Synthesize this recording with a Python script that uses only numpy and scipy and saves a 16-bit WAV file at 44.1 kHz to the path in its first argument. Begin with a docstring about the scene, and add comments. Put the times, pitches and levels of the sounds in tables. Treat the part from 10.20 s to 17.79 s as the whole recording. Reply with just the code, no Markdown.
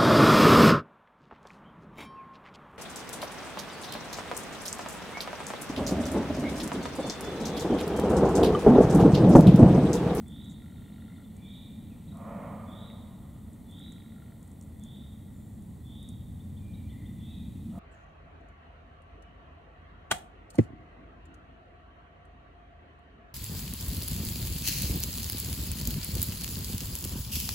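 """A deer barks twice, hoarsely, far off in a leafy forest: its vocal folds chop a blast of air that
rings in its throat, and the tree trunks scatter each bark into a long echo. One bird repeats a rising,
trilled call, a smaller one chips, and distant ones whistle and twitter over a low, far rumble.
Close by, leaves and twigs tick and rustle, and the camera's lens motor buzzes faintly in tiny steps."""
import sys
import numpy as np
from scipy import signal
from scipy.fft import rfft, irfft, next_fast_len
from scipy.io import wavfile

SR = 44100
rng = np.random.default_rng(int(sys.argv[2]) if len(sys.argv) > 2 else 0)


def digitize_waveform(pressure):
    """Quantize a signal to 16-bit integers and store it at the path in sys.argv[1].

    Rows of a 2-D input are taken as channels; values are limited to [-1, 1].
    """
    field = np.atleast_2d(pressure).T
    bounded = np.clip(field, -1, 1)
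    quanta = np.round(bounded * 32767).astype(np.int16)
    wavfile.write(sys.argv[1], SR, quanta)


N = 334719
TIME = np.arange(N) / SR


def from_db(db):
    """Turn decibels into a number to multiply a sound by."""
    return 10 ** (np.asarray(db) / 20)


def rms_one(x):
    """Scale a sound so that its average strength (rms) is 1."""
    return x / np.sqrt(np.mean(x ** 2) + 1e-20)


def along(rows, at, column=1):
    """Read a column of a table, joining its rows with straight lines."""
    rows = np.array(rows)
    return np.interp(at, rows[:, 0], rows[:, column])


def at_hz(points, hz):
    """Read a table by frequency, giving each octave the same room."""
    points = np.array(points)
    return np.interp(np.log(hz + 1), np.log(points[:, 0]), points[:, 1])


def add(track, start_s, sound):
    """Mix a sound into a track at a given time."""
    start = int(np.clip(round(start_s * SR), 0, N - 1))
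    track[start:start + len(sound)] += sound[:N - start]


def drift(rate_hz):
    """A curve that wanders by about 1, reaching a new random value rate_hz times a second."""
    return np.interp(TIME * rate_hz, np.arange(8192), rng.standard_normal(size=8192))


def progress(length_s):
    """A line that runs from 0 to 1 in the given time."""
    return np.linspace(0, 1, int(length_s * SR))


def swell(t, length_s, attack_s, release_s):
    """A loudness curve that rises from 0, holds at 1 and is back at 0 after length_s."""
    return np.clip(np.minimum(t / attack_s, (length_s - t) / release_s), 0, 1)


def spells(rows, at, ramp_s):
    """A loudness curve that is on for each row (start_s, end_s, level_db); the loudest row wins."""
    gains = [from_db(db) * swell(at - start, end - start, ramp_s, ramp_s) for start, end, db in rows]
    return np.max(gains, axis=0)


def tone(hz):
    """A pure tone of average strength 1 that follows a pitch curve."""
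    return np.sqrt(2) * np.sin(2 * np.pi * np.cumsum(hz) / SR)


def resonate(x, hz, width_hz):
    """Let a sound ring at one frequency, which passes unchanged while the rest is weakened."""
    r = np.exp(-np.pi * width_hz / SR)
    feedback = [1, -2 * r * np.cos(2 * np.pi * hz / SR), r * r]
    return signal.lfilter(np.array([1, 0, -1]) * (1 - r * r) / 2, feedback, x + 1e-18)


def resonate_twice(x, hz, width_hz):
    """Ring twice over, so that much less gets through away from the peak."""
    return resonate(resonate(x, hz, width_hz), hz, width_hz)


def stereo(mid, side, likeness):
    """Mix two noises into left and right, from unrelated (likeness 0) to the same (1)."""
    alike = np.clip(likeness, 0, 1)
    return np.sqrt(1 + alike) * mid + np.sqrt(1 - alike) * side * np.array([[1], [-1]])


def panned(x, left_db):
    """Make the left channel louder than the right by left_db."""
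    return x * from_db(left_db * np.array([[1], [-1]]) / 2)


def stereo_noise(spectrum):
    """Noise from all around with a given tone colour and an average strength of 1."""
    # how alike left and right are: frequency_hz, likeness (0 to 1)
    likeness = [(30, 0.94), (100, 0.94), (220, .99), (330, 0.86), (500, 0.3), (1000, 0.42), (2000, 0.98),
                (4000, 1), (6000, 1), (9000, 0.81), (13000, 0.17)]
    padded = next_fast_len(N)
    mid, side = rfft(rng.standard_normal((2, padded)))
    hz = np.arange(len(mid)) * SR / padded
    coloured = stereo(mid, side, at_hz(likeness, hz)) * from_db(at_hz(spectrum, hz))
    return rms_one(irfft(coloured * 1, padded)[:, :N])


def background(rush_db=-62.0, rush_swell_db=-0.2, hiss_db=-66.0):
    """Far rumble, the soft rush of the woods with a faint steady camera whine, and microphone hiss."""
    # loudness of the two rumble bands: time_s, deep_db, upper_db
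    rumble_levels = [(0.0, -46, -44.5), (1.0, -49, -47.5), (2.3, -47.5, -44), (3.1, -46.5, -49),
                     (3.7, -49.0, -45.5), (4.25, -50.5, -51), (4.7, -46, -47.5), (5.6, -45.5, -47),
                     (6.3, -42, -45.5), (7.59, -43.5, -41.5)]
    # tone colour of each of the four noises: frequency_hz, relative_db
    deep_colour = [(15, -36), (28, -7.5), (45, -4.5), (68, 5), (97, 8.5), (125, 2.5), (160, 0),
                   (260, -58.5)]
    upper_colour = [(90, -26), (140, -7), (185, 2.5), (220, 3.5), (255, -3.5), (295, -7.5), (340, -16.5),
                    (450, -50)]
    rush_and_whine_colour = [(200, -11.5), (380, 2.5), (600, -1.5), (850, -4.5), (1200, -12.5), (1680, -21),
                             (1920, -11), (2180, -18.5), (2800, -25), (3600, -15), (4300, -26.5),
                             (6000, -50)]   # the peak near 1.9 kHz is the camera's whine
    hiss_colour = [(2000, -15), (4500, -1.5), (6200, -4.5), (7300, 3.5), (8450, 8), (9400, 3.5),
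                   (12000, 3.5), (15700, 4)]
    deep = from_db(along(rumble_levels, TIME)) * stereo_noise(deep_colour)
    upper = from_db(along(rumble_levels, TIME, column=2)) * stereo_noise(upper_colour)
    rush_and_whine = from_db(rush_db + rush_swell_db * drift(2.175)) * stereo_noise(rush_and_whine_colour)
    hiss = from_db(hiss_db) * stereo_noise(hiss_colour)
    return deep + upper + rush_and_whine + hiss


def lens_motor(steps_per_s=50, step_s=0.0052, first_hz=2450, last_hz=1200, detune_share=0.066,
               uneven_db=1.3, rattle_db=-5, blip_db=-2):
    """Each motor step is a tiny falling blip with a little rattle, and leaves the housing ringing."""
    # a quiet creep with louder runs on top: start_s, end_s, drive_db
    runs = [(0, 5.3, -73.5), (0, 0.35, -66.5), (.35, 1.05, -63.5), (2.55, 2.7, -64), (3.55, 4.16, -64.5)]
    # strong and weak steps, repeating in fives: relative_db
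    accents = [-6, -2, -7, -3, -3]
    # where the lens housing rings: frequency_hz, width_hz, gain_db
    housing = [(1380, 40, 20), (1900, 85, 7), (2080, 250, 0), (3450, 600, 6)]
    blips, u = np.zeros(N), progress(step_s)
    starts = np.arange(0, TIME[-1] - 1 / steps_per_s, 1 / steps_per_s)
    accent_db = np.resize(accents, len(starts)) + uneven_db * rng.standard_normal(len(starts))
    strengths = spells(runs, starts, ramp_s=.04) * from_db(accent_db)
    shape = np.sin(np.pi * u ** 0.6)
    for start_s, strength, detune in zip(starts, strengths, rng.standard_normal(len(starts))):
        pitch = np.geomspace(first_hz, last_hz, len(u)) * (1 + detune_share * detune)
        add(blips, start_s, strength * shape * tone(pitch))
    rattle = from_db(rattle_db) * np.abs(blips) * rng.standard_normal(N)
    ringing = sum(from_db(db) * resonate(blips + rattle, hz, width) for hz, width, db in housing)
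    return from_db(blip_db) * blips + ringing


def leaf_rustles(centre_hz=7200, width_hz=2000, clump_db=4):
    """Leaves brush each other in a fine, clumped crackle."""
    # brief high rustles: start_s, end_s, level_db
    rustles = [(.235, .265, -65), (.285, .34, -65.5)]
    grit = rng.standard_normal(N) * from_db(clump_db * drift(400))
    return spells(rustles, TIME, ramp_s=0.015) * rms_one(resonate_twice(grit, centre_hz, width_hz))


def twig_ticks(rise_s=0.00087, snap_s=0.0012, crumble_db=-24, crumble_s=0.015, clump_db=5,
               width_share=0.36, faint_count=7, faint_db=-51.5, faint_hz=8200):
    """A leaf or twig gives a dry snap, then a weaker crumbling in small clumps."""
    # the main ticks: start_s, peak_db, centre_hz
    main_ticks = [(.081, -48, 8200), (2.699, -51, 2140), (3.331, -52, 8370), (3.721, -48.5, 7600),
                  (4.228, -49.5, 7950), (4.315, -49, 7950), (4.411, -44.5, 7300), (4.424, -52, 8000),
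                  (4.636, -44, 7530), (5.828, -46.5, 8570), (5.888, -42.5, 8500)]
    out, t = np.zeros(N), TIME[:SR // 20]
    clumps = from_db(clump_db * drift(400))
    faint_starts = rng.uniform(0, TIME[-1] - t[-1], faint_count)
    ticks = main_ticks + [(start_s, faint_db, faint_hz) for start_s in faint_starts]
    rise = 1 - np.exp(-(t / rise_s) ** 2)
    for (start_s, db, hz), grit in zip(ticks, rng.standard_normal((len(ticks), len(t)))):
        crumble = from_db(crumble_db) * np.exp(-t / crumble_s) * clumps[int(start_s * SR):][:len(t)]
        shape = rise * (np.exp(-t / snap_s) + crumble)
        snap = resonate_twice(grit * shape, hz, width_share * hz)
        add(out, start_s, from_db(db) * snap / np.abs(snap).max())
    return out


def forest_echo(x, direct_db, build_s, fade_s, late_db, late_fade_s, likeness=.95):
    """Echoes off near trunks build up and die away; far trunks return a longer tail."""
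    t = TIME[:2 * SR]
    # each fade time is how long that part takes to drop by 60 dB
    fade = from_db(-60 * t / fade_s) + from_db(late_db - 60 * t / late_fade_s)
    build = 1 - np.exp(-t / build_s)
    echo = stereo(*rng.standard_normal((2, len(t))), likeness) * fade * build
    echo = echo / np.sqrt(np.sum(echo ** 2) / 2)
    echo[:, 0] += from_db(direct_db)   # the sound that arrives straight, without a bounce
    return signal.fftconvolve(x[None], echo, axes=1)[:, :N] / np.sqrt(1 + from_db(2 * direct_db))


def twittering_birds(centre_hz=3550, range_hz=850, burst_db=5):
    """Far birds twitter in quick bursts of leaping pitch."""
    # stretches of twittering: start_s, end_s, level_db
    bouts = [(0, 2.1, -76.5), (2.1, 4.3, -82), (6.3, 7.9, -77.5)]
    level = spells(bouts, TIME, ramp_s=0.19) * from_db(burst_db * np.tanh(drift(24)))
    pitch = centre_hz + range_hz * np.tanh(drift(220))
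    return level * tone(pitch)


def whistling_bird(warble_hz=72):
    """A distant bird whistles sliding notes with a slight warble."""
    # its notes: start_s, length_s, first_hz, last_hz, level_db
    whistles = [(0.886, 0.076, 1970, 2036, -65.5), (1.141, 0.23, 2327, 2410, -67),
                (1.693, 0.059, 2700, 2280, -67.5), (6.359, 0.32, 2520, 2217, -69.5),
                (6.658, 0.26, 2044, 1930, -64.5), (7.017, 0.28, 2656, 2416, -72),
                (5.104, 0.21, 7170, 7300, -74)]
    out, wobble = np.zeros(N), drift(260)
    for start_s, length_s, first_hz, last_hz, db in whistles:
        u = progress(length_s)
        warble = warble_hz * np.roll(wobble, -int(start_s * SR))[:len(u)]
        pitch = first_hz + (last_hz - first_hz) * u + warble
        add(out, start_s, from_db(db) * signal.windows.tukey(len(u), .6) * tone(pitch))
    return out


def chipping_bird(length_s=0.0338, arch_hz=800, top_at=0.585, quaver_hz=90, scatter_hz=120):
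    """Each chip of a small bird sweeps up to a top pitch of its own and drops again, with a quaver."""
    # runs of evenly spaced chips: start_s, end_s, spacing_s, top_hz, level_db
    runs = [(0.56, 1.11, 0.079, 3664, -65), (1.87, 1.925, 0.032, 3900, -63.5),
            (6.192, 6.44, .169, 3520, -63), (6.53, 6.93, .16, 3700, -60)]
    out, u = np.zeros(N), progress(length_s)
    quaver = quaver_hz * drift(600)
    below_top = arch_hz * ((u - top_at) / top_at) ** 2
    for start_s, end_s, spacing_s, top_hz, db in runs:
        for chip_s, stray in zip(np.arange(start_s, end_s, spacing_s), rng.standard_normal(size=16)):
            pitch = top_hz + scatter_hz * stray - below_top + quaver[int(chip_s * SR):][:len(u)]
            add(out, chip_s, from_db(db) * np.sin(np.pi * u) * tone(pitch))
    return out


def trilling_bird(first_hz=3388, lead_hz=190, lead_fall_s=0.0159, lead_s=.018, opening_s=0.0285,
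                  trill_hz=56, swing_hz=300, droop=0.355, wobble_hz=55, throb_db=5.0,
                  undertone_gap_hz=430, undertone_db=-13):
    """A thin, falling lead-in opens into a rising trill; a weaker, lower tone grows in and rasps."""
    # its calls: start_s, length_s, last_hz, level_db
    calls = [(.045, 0.21, 3770, -57), (1.203, 0.19, 3740, -55), (2.455, 0.22, 3780, -56.5),
             (3.468, 0.21, 3804, -56), (4.585, .225, 3672, -59.5), (5.627, 0.23, 3690, -58),
             (6.975, .19, 3783, -58)]
    out, wobble = np.zeros(N), drift(300)
    for k, (start_s, length_s, last_hz, db) in enumerate(calls):
        u = progress(length_s)
        t = u * length_s
        opening = 1 - np.exp(-np.maximum(t - lead_s, 0) / opening_s)
        cycle = 2 * np.pi * trill_hz * t
        trill = signal.sawtooth(cycle, .7) * opening
        glide = first_hz + (last_hz - first_hz) * u ** 1.2 + lead_hz * np.exp(-t / lead_fall_s)
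        swing = swing_hz * (trill - droop * trill ** 2)   # reaches further down than up
        pitch = glide + swing + wobble_hz * opening * wobble[k * SR:][:len(u)]
        throb = -throb_db * opening * np.cos(cycle)   # loudest late in each upward swing
        level = from_db(db + throb) * swell(t, length_s, attack_s=0.047, release_s=0.025)
        undertone = from_db(undertone_db) * u * tone(pitch - undertone_gap_hz)
        add(out, start_s, level * (tone(pitch) + undertone))
    return out


def barking_deer(flutter_hz=105, jitter=0.121, rasp=0.71, widen=1.35, attack_s=0.081, release_s=.04,
                 muzzle_opens_s=0.15, muzzle_edge_hz=1700, muzzle_lift_db=1.2):
    """Air, chopped by unevenly flapping vocal folds, rings the throat; the opening muzzle adds treble."""
    # the two barks: start_s, length_s, level_db
    barks = [(1.903, 0.372, -43), (7.477, 0.39, -45.5)]
    # where the throat and muzzle ring: frequency_hz, base_width_hz, gain_db
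    throat = [(474, 142, -5.5), (594, 136, 1.5), (704, 155, -1.5), (860, 73, -5), (1010, 185, -5.5),
              (1242, 140, -5), (1460, 260, -17.5), (1914, 260, -19.5), (2160, 395, -19.5), (3150, 370, -34)]
    flaps = tone(flutter_hz * (1 + jitter * drift(90)))
    air = rng.standard_normal(N) * (1 + rasp * flaps)
    rings = [(-1) ** k * from_db(db) * resonate_twice(air, hz, widen * width)
             for k, (hz, width, db) in enumerate(throat)]
    effort, muzzle = np.zeros((2, N))
    for start_s, length_s, db in barks:
        effort += from_db(db) * swell(TIME - start_s, length_s, attack_s, release_s)
        muzzle += from_db(muzzle_lift_db) * swell(TIME - start_s, length_s, muzzle_opens_s, release_s)
    # the muzzle opens more slowly than the bark swells, so the high rings come out later
    voice = sum(ring * (muzzle if hz > muzzle_edge_hz else 1) for ring, (hz, _, _) in zip(rings, throat))
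    return effort * voice / np.std(sum(rings))


def scene():
    """Animals at their distances in the forest, with small sounds near the microphone."""
    # the trilling bird moves towards the middle as the camera turns: time_s, left_minus_right_db
    call_pan = [(0, -2.2), (7, -.7)]
    # the deer stands to the right behind leaves, so it is heard mostly as echo
    barks = forest_echo(barking_deer(), direct_db=-13, build_s=0.0098, fade_s=1.85,
                        late_db=-8.5, late_fade_s=3.24, likeness=.9)
    calls = forest_echo(trilling_bird(), direct_db=-5.0, build_s=0.01, fade_s=0.96,
                        late_db=-22, late_fade_s=1.5)
    chips = forest_echo(chipping_bird(), direct_db=3.0, build_s=0.005, fade_s=0.93,
                        late_db=-15.0, late_fade_s=2.9)
    far_birds = forest_echo(whistling_bird() + twittering_birds(), direct_db=-1.0, build_s=0.011,
                            fade_s=1.0, late_db=0, late_fade_s=3.4)
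    animals = panned(barks, left_db=-2.6) + panned(calls, along(call_pan, TIME)) + chips + far_birds
    return animals + twig_ticks() + leaf_rustles() + lens_motor() + background()


def record(dry):
    """The microphone weakens one narrow band, and the highest treble is cut off steeply."""
    # the band that the microphone hears poorly: centre_hz, width_hz, depth (0 to 1)
    mic_dip = (5080, 750, .55)
    centre_hz, width_hz, depth = mic_dip
    cutoff_hz = 15700
    hollowed = dry - depth * resonate(dry, centre_hz, width_hz)
    return signal.sosfilt(signal.ellip(12, .1, 70, cutoff_hz, fs=SR, output="sos"), hollowed)


dry = scene()
out = record(dry)
digitize_waveform(out)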